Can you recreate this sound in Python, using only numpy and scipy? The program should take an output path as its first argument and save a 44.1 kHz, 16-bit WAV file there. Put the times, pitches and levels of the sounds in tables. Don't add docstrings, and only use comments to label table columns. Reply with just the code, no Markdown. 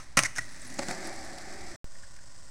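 import sys
import numpy as np
from scipy import signal
from scipy.fft import rfft, irfft
from scipy.io import wavfile
from scipy.ndimage import map_coordinates

SR = 44100
rng = np.random.default_rng(int(sys.argv[2]) if len(sys.argv) > 2 else 0)


def materialize(psi):
    bounded = np.clip(np.atleast_2d(psi).T, -1, 1)
    quanta = np.round(bounded * 32767).astype(np.int16)
    wavfile.write(sys.argv[1], SR, quanta)


N = 110250
T = np.arange(N) / SR
SILENCE_START_S, SILENCE_END_S = 1.761, 1.8435

# (frequency [Hz], level [dB])
GRIT_SPECTRUM = [(1500, -9.5), (3000, -11.5), (4800, 1.5), (6000, -0.5), (6700, -4), (7900, 0.5),
                 (9000, -8.5), (10200, -12.5), (12000, -22), (16000, -29.5)]


def from_db(db):
    return 10 ** (np.asarray(db) / 20)


def level(rows):
    return from_db(np.interp(T, *np.transpose(rows)))


def unit_power(x):
    return x / np.sqrt(np.mean(x ** 2) + 1e-20)


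def noise():
    return rng.standard_normal(N)


def colour(x, spectrum):
    size = 8192
    hz, db = np.transpose(spectrum)
    bin_hz = np.arange(size // 2 + 1) * SR / size
    shape = from_db(np.interp(np.log(bin_hz + 1), np.log(hz), db))
    cepstrum = irfft(np.log(shape))
    cepstrum[1:size // 2] *= 2
    cepstrum[size // 2 + 1:] = 0
    response = irfft(np.exp(rfft(cepstrum)))
    return signal.fftconvolve(x, response / np.linalg.norm(response))[:N]


def drift(hz):
    return unit_power(signal.sosfilt(signal.butter(2, hz, fs=SR, output="sos"), noise()))


def waver(x, depth, rate_hz):
    playhead = np.arange(N) + np.cumsum(depth * drift(rate_hz))
    return map_coordinates(x, [playhead], order=3, mode="mirror")


def decay(start, decay_s):
    return (T >= start) * np.exp(-np.clip((T - start) / decay_s, 0, 60))


def crunch(bursts):
    power = sum((from_db(db) * decay(start, decay_s)) ** 2 for start, db, decay_s in bursts)
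    return rng.choice([-1, 1], N) * np.sqrt(power)


def ring(hits, modes, spread_db):
    out, t = np.zeros(N + SR), T[:SR // 2]
    partials = np.array([from_db(db - 60 * t / t60) * np.sin(2 * np.pi * hz * t)
                         for hz, db, t60 in modes])
    for start, db in hits:
        i = int(start * SR)
        out[i:i + len(t)] += from_db(db + spread_db * rng.standard_normal(len(modes))) @ partials
    return out[:N]


def thin_lows(x, low_cut_hz=85):
    return signal.sosfilt(signal.butter(2, low_cut_hz, "high", fs=SR, output="sos"), x)


def surface_grains(grains_per_s=9000, spread_db=3.5, flutter_db=1.15):
    sizes = from_db(spread_db * np.minimum(rng.exponential(1, N), 5))
    polarity = rng.choice([-1, 1], N)
    struck = rng.random(N) < grains_per_s / SR
    return unit_power(sizes * polarity * struck * from_db(flutter_db * drift(hz=26)))


def ticks(rows, decay_s, q, top_hz=11800):
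    out = 0
    for start, db, hz in rows:
        tick = signal.lfilter(*signal.iirpeak(hz, q, fs=SR), crunch([(start, db, decay_s)]))
        out = out + tick * np.sqrt(q * SR / (np.pi * hz))
    return signal.sosfilt(signal.butter(4, top_hz, fs=SR, output="sos"), out)


def wind():
    # (frequency [Hz], level [dB])
    spectrum = [(12, 11), (25, -7.5), (62, -1.5), (85, -8.5), (120, -7.5), (170, -17.5), (400, -45),
                (2000, -82)]
    # (time [s], level [dB])
    gusts = [(0, -50), (0.15, -48), (0.26, -48.5), (0.6, -49.5), (1.0, -51.5), (1.22, -43.5), (1.4, -49),
             (1.66, -46), (1.71, -46), (1.75, -41), (1.86, -49), (2.5, -52.5)]
    return level(gusts) * colour(noise(), spectrum)


def park_air():
    # (frequency [Hz], level [dB])
    spectrum = [(100, -2), (260, 4), (450, -2.5), (1100, 0.5), (1900, -3), (3000, -9), (6000, -8.5),
                (9000, -25), (12000, -41), (16000, -47)]
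    return from_db(-60) * colour(noise(), spectrum)


def far_board():
    # (frequency [Hz], level [dB])
    spectrum = [(100, 3.5), (200, 3.5), (310, -1), (440, -6), (540, 5), (660, 0.5), (780, -6), (960, -1),
                (1150, 1), (1280, -10), (1450, 2.5), (1670, -5.5), (1850, 1), (2300, -10.5), (2900, -10.5),
                (4000, -9.5), (5000, -0.5), (7000, -4.5), (8000, 0.5), (9500, -12.5), (11500, -25),
                (16000, -30)]
    # (time [s], level [dB], centre [Hz])
    clacks = [(1.953, -53, 1780), (2.033, -49, 1660), (2.162, -51, 1980), (2.187, -53, 1710)]
    return from_db(-54.5) * colour(surface_grains(), spectrum) + ticks(clacks, decay_s=0.0084, q=11)


def scatter(x, t60_s=0.47, build_s=0.0035):
    tail = noise() * from_db(-60 * T / t60_s) * (1 - np.exp(-T / build_s))
    return from_db(-17.5) * signal.fftconvolve(x, tail / np.linalg.norm(tail))[:N]


def bearing_squeaks(width_s=0.0067, fall_hz_per_s=35000, jitter_hz=264):
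    # (time [s], pitch [Hz], level [dB])
    squeaks = [(0.426, 9600, -53), (0.523, 10200, -54.5), (0.617, 8260, -48), (0.677, 10260, -46.5),
               (0.783, 6730, -43), (1.141, 10300, -53)]
    out, jitter = 0, jitter_hz * drift(hz=590)
    for peak_s, hz, db in squeaks:
        pitch = hz + jitter - fall_hz_per_s * (T - peak_s)
        swell = np.exp(-np.minimum(((T - peak_s) / width_s) ** 2, 20))
        out = out + from_db(db) * swell * np.sin(2 * np.pi * np.cumsum(pitch) / SR)
    return out


def grit_cracks():
    # (time [s], level [dB], centre [Hz])
    cracks = [(0.619, -45, 7500), (0.649, -43, 7550), (0.700, -42, 6430), (0.741, -41, 7160),
              (1.0715, -38, 9600), (1.2465, -42, 7000), (1.383, -39, 5200), (2.164, -49, 6200)]
    return ticks(cracks, decay_s=0.0038, q=2.6)


def concrete_roll(hiss_db=-6.5, hiss_swing=0.82):
    # (time [s], level [dB])
    envelope = [(0.62, -65), (0.775, -50.5), (0.80, -42.5), (0.86, -44), (0.91, -37), (0.98, -42),
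                (1.06, -39), (1.15, -44), (1.4, -45.5), (1.76, -47.5)]
    # (frequency [Hz], level [dB])
    spectrum = [(70, -21), (120, -14.5), (210, -1), (270, -5.5), (320, 0), (372, 2), (415, -4.5),
                (460, -12.5), (555, -2), (605, -4.5), (760, -0.5), (850, -6), (1000, -16.5), (1150, -11.5),
                (1400, -13.5), (1820, -5), (2250, -10), (2900, -30), (12000, -67)]
    force = level(envelope)
    rumble = force * waver(colour(noise(), spectrum), depth=0.018, rate_hz=4)
    hiss_gain = from_db(hiss_db) * force.max() * (force / force.max()) ** hiss_swing
    return rumble + colour(surface_grains() * hiss_gain, GRIT_SPECTRUM)


def ramp_roll():
    # (time [s], level [dB])
    roll_envelope = [(0, -57.5), (0.03, -52.5), (0.06, -58), (0.16, -65), (0.27, -50), (0.335, -65),
                     (0.41, -47), (0.47, -51.5), (0.58, -51), (0.70, -46), (0.78, -48.5), (0.9, -46.5),
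                     (1.0, -72)]
    # (frequency [Hz], level [dB])
    roll_spectrum = [(80, -18.5), (250, -10.5), (480, -9), (620, -1.5), (720, -13), (1000, -9), (1400, -9),
                     (1700, -3), (1920, 2.5), (2200, -4.5), (3100, -19), (3800, -10.5), (6000, -6.5),
                     (7000, -11), (7900, -8), (10000, -15.5), (12000, -29.5), (16000, -31)]
    # (time [s], level [dB])
    drone_envelope = [(0, -66), (0.14, -68), (0.33, -66.5), (0.45, -64), (0.55, -59.5), (0.72, -50.5),
                      (0.9, -50), (1.0, -93)]
    # (frequency [Hz], level [dB])
    drone_spectrum = [(50, -21.5), (100, -2), (160, -6.5), (220, -2.5), (265, 2), (320, -8), (450, -17),
                      (3000, -68)]
    roll = colour(surface_grains() * level(roll_envelope), roll_spectrum)
    drone = colour(surface_grains() * level(drone_envelope), drone_spectrum)
    return roll + drone


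def edge_knocks(crushed_grit_db=-4.5, impulse_db=-3):
    # (time [s], click [dB], knock drive [dB], decay [s])
    drops = [(0.7877, -36.5, -34, 0.0054), (0.7916, -25.5, -22.5, 0.002), (0.7952, -53, -23.5, 0.0027),
             (0.8192, -52, -35, .004), (0.826, -39, -34, 0.0042), (0.833, -36, -32, 0.0035),
             (0.885, -28, -27, 0.0016), (0.8911, -37, -31, 0.0036), (0.9030, -37, -39, 0.0038),
             (0.9100, -31.5, -29, 0.0037)]
    # (frequency [Hz], level [dB])
    knock_spectrum = [(80, -24), (180, 1.5), (260, 2.5), (430, -6.5), (560, 4), (780, 1), (1050, -11.5),
                      (1600, 0), (2300, -6.5), (3200, -24.5), (14000, -65)]
    # (frequency [Hz], level [dB], t60 [s])
    board_modes = [(192, -16, .07), (251, -14, 0.068), (347, -14, .06), (563, -15, .09), (790, -13, .03)]
    click = crunch([(start, db, decay_s) for start, db, _, decay_s in drops])
    push = from_db(crushed_grit_db) * crunch([(start, db, decay_s) for start, _, db, decay_s in drops])
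    for start, _, db, decay_s in drops:
        push[int(start * SR)] += from_db(db + impulse_db) * np.sqrt(decay_s * SR / 2)
    body = ring([(start, db) for start, _, db, _ in drops], board_modes, spread_db=1.0)
    return colour(click, GRIT_SPECTRUM) + colour(push, knock_spectrum) + thin_lows(body)


def skids(fade_s=0.0028, wobble_depth=0.0506, pitch_sag=0.075):
    # (time [s], length [s], pitch [Hz], chirp [dB], scrape [dB])
    slips = [(0.2378, 0.0031, 2200, -22, -23), (0.2453, 0.0036, 1770, -24, -32),
             (0.249, .016, 2066, -25.5, -31), (0.358, 0.023, 1555, -45, -39),
             (0.3826, 0.0053, 1533, -24, -41), (0.3844, 0.012, 1992, -24, -40.5),
             (0.909, 0.006, 2120, -33, -48)]
    # (frequency [Hz], level [dB])
    scrape_spectrum = [(550, -4.5), (850, -7.5), (1450, 1), (2200, -1.5), (3100, -10.5), (4500, -6),
                       (6300, 3.5), (7500, -4), (9200, -4), (12000, -19.5), (16000, -32)]
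    chirps, scrape_gain = 0, 0
    wobble = wobble_depth * drift(hz=276)
    for start, length, hz, chirp_db, scrape_db in slips:
        age = T - start
        attack = np.clip(age / fade_s, 0, 1)
        release = np.exp(-np.clip((age - length + fade_s) / fade_s, 0, 20))
        gate = attack * decay(start, decay_s=8.4) * release
        pitch = hz * (1 + wobble - pitch_sag * np.clip(age / length - 0.5, -1, 1))
        chirps = chirps + from_db(chirp_db) * gate * np.sin(2 * np.pi * np.cumsum(pitch) / SR)
        scrape_gain = scrape_gain + from_db(scrape_db) * gate
    return chirps + colour(scrape_gain * surface_grains(), scrape_spectrum)


def landing():
    # (time [s], crack [dB], crack decay [s], deck ring [dB], ramp thump [dB])
    blows = [(0.001, -50, 0.022, -42.5, -57), (0.1706, -15, 0.0059, -36, -33.5),
             (0.1728, -16.5, 0.0069, -17.5, -44.5), (0.1765, -17, 0.003, -19.5, -25.5),
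             (0.183, -23.5, 0.01, -42, -42), (0.1906, -7.5, 0.0018, -26, -31),
             (0.1948, -25.5, 0.011, -30.5, -40), (0.209, -37, .003, -39, -36.5),
             (0.2261, -27, .004, -39, -41), (0.2353, -16, 0.0013, -36, -44),
             (0.2655, -27, 0.0011, -50, -58), (0.3553, -35.5, 0.0011, -44, -70),
             (0.383, -25, 0.0036, -39, -47), (0.3900, -38, 0.0012, -46, -35)]
    # (frequency [Hz], level [dB])
    crack_spectrum = [(40, -22.5), (200, -7), (290, 3), (390, -13), (550, 0), (720, 0), (920, -6),
                      (1300, 5), (1650, -2.5), (1900, 3), (2450, 1), (3350, -10.5), (4600, -4), (6100, 2),
                      (7300, -8), (9000, -1.5), (10500, -15), (12500, -22.5), (16000, -30.5)]
    deck_pitches = [552, 820, 1045, 1118, 1287, 1371, 1516, 1771, 1927, 2254, 2444, 2740, 3750, 5464, 6076,
                    6301, 8714]
    # (level [dB], t60 [s])
    deck_rings = [(-14, 0.08), (-12, 0.045), (-18.5, 0.16), (-15.5, 0.12), (-1, 0.047), (-14, 0.093),
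                  (-13, 0.15), (-9.5, 0.11), (-5.5, 0.052), (-19, 0.18), (-18, 0.075), (-16.5, 0.07),
                  (-14.5, .035), (-11.5, 0.059), (-19, 0.099), (-17, 0.21), (-21, 0.067)]
    # (frequency [Hz], level [dB], t60 [s])
    ramp_modes = [(114.7, -8, 0.28), (148, -5, .1), (190, -11, 0.12), (268.5, -14, 0.06), (294.5, -9, 0.09)]
    deck_modes = np.column_stack([deck_pitches, deck_rings])
    crack = crunch([(start, db, decay_s) for start, db, decay_s, _, _ in blows])
    deck = ring([(start, db) for start, _, _, db, _ in blows], deck_modes, spread_db=1.5)
    thump = ring([(start, db) for start, _, _, _, db in blows], ramp_modes, spread_db=1.0)
    return colour(crack, crack_spectrum) + deck + thin_lows(thump)


def scene():
    accents = landing() + skids() + edge_knocks() + bearing_squeaks() + grit_cracks()
    near = ramp_roll() + concrete_roll() + park_air()
    rides = np.where(T < SILENCE_START_S, near, far_board())
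    return (wind() + rides + accents + scatter(accents))[None]


def record(dry, notch_hz=471, notch_depth=0.62, dc_bias=0.011, cutoff_hz=16000):
    scooped = dry - notch_depth * signal.lfilter(*signal.iirpeak(notch_hz, Q=4, fs=SR), dry)
    sounding = (T < SILENCE_START_S) | (T >= SILENCE_END_S)
    pop = from_db(-36) * decay(SILENCE_END_S, decay_s=0.097)
    high_cut = signal.ellip(12, 0.1, 90, cutoff_hz, fs=SR, output="sos")
    return signal.sosfilt(high_cut, (scooped + dc_bias) * sounding + pop)


dry = scene()
out = record(dry)
materialize(out)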